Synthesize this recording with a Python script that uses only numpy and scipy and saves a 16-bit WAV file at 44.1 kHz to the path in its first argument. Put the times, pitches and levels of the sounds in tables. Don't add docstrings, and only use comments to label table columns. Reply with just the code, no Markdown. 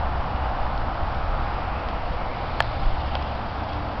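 import sys
import numpy as np
from scipy import signal
from scipy.fft import rfft, irfft
from scipy.io import wavfile
from scipy.ndimage import uniform_filter1d

SR = 44100
rng = np.random.default_rng(int(sys.argv[2]) if len(sys.argv) > 2 else 0)


def bounce(signal):
    frames = np.transpose(np.atleast_2d(signal))
    limited = np.clip(frames, -1, 1)
    pcm = np.round(limited * 32767).astype(np.int16)
    wavfile.write(sys.argv[1], SR, pcm)


N = 176400
T = np.arange(N) / SR

# (time abreast [s], distance [m], tyre roar [dB], hiss [dB], firing rate [Hz],
# engine hum [dB], half length of the hum [s])
PASS_BYS = [(.2, 22, -32, -56, 64.5, -31.5, 0.26), (1.5, 20, -36, -52, 123, -42.5, .35),
            (2.65, 16, -48, -48, 117.5, -36.5, .22), (3.119, 10, -46, -49.5, 71.87, -30.5, 0.19),
            (3.701, 22, -36, -50, 109.4, -38.5, 0.51)]
# (multiple of the firing rate, relative level [dB])
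ENGINE_HARMONICS = [(1, -3), (2, -17), (3, -23), (4, -22.5)]
# (peak time [s], half length [s], centre [Hz], glide [Hz/s], width [Hz], level [dB])
TRAFFIC_BANDS = [(0.404, 0.21, 2880, -150, 130, -54.5), (1.45, .3, 1284, 60, 280, -40),
                 (1.751, .3, 2262, 400, 1300, -46.5), (2.0, 0.48, 504, -0.5, 120, -45),
                 (2.446, 0.27, 2243, 101, 470, -47), (2.66, .13, 3963, 199.5, 1600, -49.5),
                 (3.162, 0.13, 2883, -400, 780, -47.5), (3.852, 0.22, 296.4, -10.5, 12, -43),
                 (3.499, 0.15, 201.3, -4.5, 9.6, -44)]
# (frequency [Hz], relative density [dB])
TYRE_SPECTRUM = [(100, -10), (250, -10.5), (430, -12), (600, -6.5), (760, 4), (980, 0), (1300, -3),
                 (1900, -14.5), (3000, -25), (6000, -35.5)]
HISS_SPECTRUM = [(300, -23), (1000, -6), (1600, -9), (2100, -1), (2750, 1), (3500, 0.5), (4100, -4.5),
                 (4900, -2.5), (6000, -19)]
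WIND_SPECTRUM = [(5, -6.5), (13, 3), (22, -3.5), (35, -0.5), (60, -15), (160, -38.5), (2000, -81.5)]
RUMBLE_SPECTRUM = [(15, -20.5), (35, -6), (50, 0), (70, -2), (100, -9), (150, -17.5), (400, -46.5),
                   (2000, -77.5)]
FAR_SPECTRUM = [(30, -10), (110, -5), (200, -1.5), (300, -4), (420, -9.5), (560, -1), (740, 2.5),
                (1000, -5.5), (1400, -10), (2000, -17), (2900, -18.5), (3800, -25), (5000, -27),
                (6000, -26)]
# (time [s], level [dB])
WIND_RIDE = [(0, -30), (.9, -29), (1.7, -30.5), (2.1, -31), (2.6, -31), (2.73, -33.5), (2.87, -18.5),
             (3.1, -36), (4, -39)]
RUMBLE_RIDE = [(0, -29.5), (.8, -31), (1.65, -31), (2.1, -32), (2.65, -32), (2.88, -29), (3.15, -36),
               (4, -31.5)]
# (time [s], level [dB], catch relative to that [dB], brightness [Hz], pitch [ratio])
CAMERA_CLICKS = [(2.6043, -0.5, -9.5, 3100, 0.97), (3.1538, -5, -9, 1100, 1.1)]
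# (time [s], level [dB])
LOOSE_TICKS = [(.7775, -23.5), (1.147, -27.5), (1.8873, -24.5), (2.624, -19), (3.0617, -28.5),
               (3.225, -23.5), (3.733, -24.5)]
# (frequency [Hz], level [dB], 60 dB decay [s])
BODY_MODES = [(754, -18.5, 0.026), (920, -8, 0.02), (1170, -25, 0.003), (1440, -2.5, 0.0066),
              (1770, -9, 0.018)]
CATCH_MODES = [(1000, -1, 0.012), (2740, -9.5, 0.0075), (3180, -4.5, 0.0099), (3760, -11.5, 0.0029),
               (4500, -14.5, 0.0078)]
TICK_MODES = [(3300, -7.5, .006), (4160, -7, 0.0041), (5100, -6.5, 0.0037)]

SPEED_M_PER_S, SOUND_M_PER_S = 25, 343
ENGINE_WAVER = 0.0054
CATCH_LEAD_S, CLICK_LOW_CUT_HZ = 0.00063, 615
ROLL_OFF_HZ, EDGE_HZ, TOP_HZ = 5180, 6020, 15500
PEAK_CEILING = 0.68


def vehicle(abreast_s, distance_m, tyre_db, hiss_db, firing_hz, hum_db, hum_half_s):
    along_m = SPEED_M_PER_S * (T - abreast_s)
    range_m = np.hypot(along_m, distance_m)
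    nearness = distance_m / range_m
    doppler = 1 / (1 + SPEED_M_PER_S / SOUND_M_PER_S * along_m / range_m)
    waver = 1 + ENGINE_WAVER * drift(rate_hz=8)
    cycles = np.cumsum(firing_hz * doppler * waver) / SR
    hum = unit(sum(amp(db) * np.sin(2 * np.pi * (k * cycles + rng.random()))
                   for k, db in ENGINE_HARMONICS))
    roar = noise(TYRE_SPECTRUM)
    hiss = noise(HISS_SPECTRUM, patch_db=2.0, flicker_db=2.9)
    return (amp(tyre_db) * nearness * roar
            + amp(hiss_db) * nearness ** 2.2 * hiss
            + amp(hum_db) * swell(abreast_s, hum_half_s) * hum)


def traffic_band(peak_s, half_s, hz, glide_hz_per_s, width_hz, db):
    centre_hz = hz + glide_hz_per_s * (T - peak_s)
    carrier = np.exp(2j * np.pi * np.cumsum(centre_hz) / SR)
    flutter = drift(width_hz / 2) + 1j * drift(width_hz / 2)
    return amp(db) * swell(peak_s, half_s) * (flutter * carrier).real


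def camera_clicks():
    clicks = np.zeros(N)
    for time_s, db, catch_db, bright_hz, pitch in CAMERA_CLICKS:
        add(clicks, time_s - CATCH_LEAD_S, amp(db + catch_db) * ring(CATCH_MODES))
        knock = cut(ring(BODY_MODES, pitch), bright_hz, "lowpass", order=4)
        add(clicks, time_s, -amp(db) * knock)
    for time_s, db in LOOSE_TICKS:
        add(clicks, time_s, amp(db) * ring(TICK_MODES))
    return cut(clicks, CLICK_LOW_CUT_HZ, "highpass", order=4)


def wind():
    return fader(WIND_RIDE) * noise(WIND_SPECTRUM, patch_db=1.7, size=8192)


def traffic_rumble():
    return fader(RUMBLE_RIDE) * noise(RUMBLE_SPECTRUM, patch_db=1.17, flicker_db=0.9, size=8192)


def far_traffic():
    return amp(-33) * noise(FAR_SPECTRUM)


def noise(spectrum, patch_db=0.5, flicker_db=0.5, size=1024):
    hz = np.fft.rfftfreq(size, 1 / SR)
    hop = size // 4
    frames = N // hop + 5
    real, imag, patches = rng.standard_normal((frames, len(hz), 3)).T
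    patches = uniform_filter1d(patches, size=8, axis=0)
    patches = unit(uniform_filter1d(patches, size=12, axis=1))
    curve_hz, curve_db = np.transpose(spectrum)
    colour_db = np.interp(np.log(hz + 1), np.log(curve_hz + 1), curve_db)[:, None]
    gain = amp(colour_db + patch_db * patches + flicker_db * rng.standard_normal(frames))
    _, sound = signal.istft((real + 1j * imag) * gain, nperseg=size, noverlap=size - hop)
    return unit(sound[:N])


def ring(modes, pitch=1):
    t = np.arange(SR // 20) / SR
    return sum(amp(db - 60 * t / t60) * np.sin(2 * np.pi * hz * pitch * t) for hz, db, t60 in modes)


def drift(rate_hz):
    hz = np.fft.rfftfreq(N, 1 / SR)
    return unit(irfft(rfft(rng.standard_normal(N)) / (1 + (hz / rate_hz) ** 4), N))


def swell(peak_s, half_s):
    return np.exp(-((T - peak_s) / half_s) ** 2 / 2)


def fader(ride):
    return amp(np.interp(T, *np.transpose(ride)))


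def cut(x, hz, kind, order):
    return signal.sosfilt(signal.butter(order, hz, kind, fs=SR, output="sos"), x)


def amp(db):
    return 10 ** (np.asarray(db) / 20)


def unit(x):
    return x / np.sqrt(np.mean(x ** 2) + 1e-20)


def add(mix, time_s, sound):
    part = mix[round(time_s * SR):][:len(sound)]
    part += sound[:len(part)]


def scene():
    bed = far_traffic() + traffic_rumble()
    vehicles = sum(vehicle(*row) for row in PASS_BYS)
    bands = sum(traffic_band(*row) for row in TRAFFIC_BANDS)
    return (bed + vehicles + bands + wind() + camera_clicks())[None]


def record(dry):
    band_edge, top_cut = (signal.firwin(401, hz, window=("kaiser", 9), fs=SR)[None]
                          for hz in (EDGE_HZ, TOP_HZ))
    dulled = cut(dry, ROLL_OFF_HZ, "lowpass", order=12)
    narrow = signal.oaconvolve(dulled, band_edge, "same")
    clipped = np.clip(narrow, -PEAK_CEILING, PEAK_CEILING)
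    return signal.oaconvolve(clipped, top_cut, "same")


dry = scene()
out = record(dry)
bounce(out)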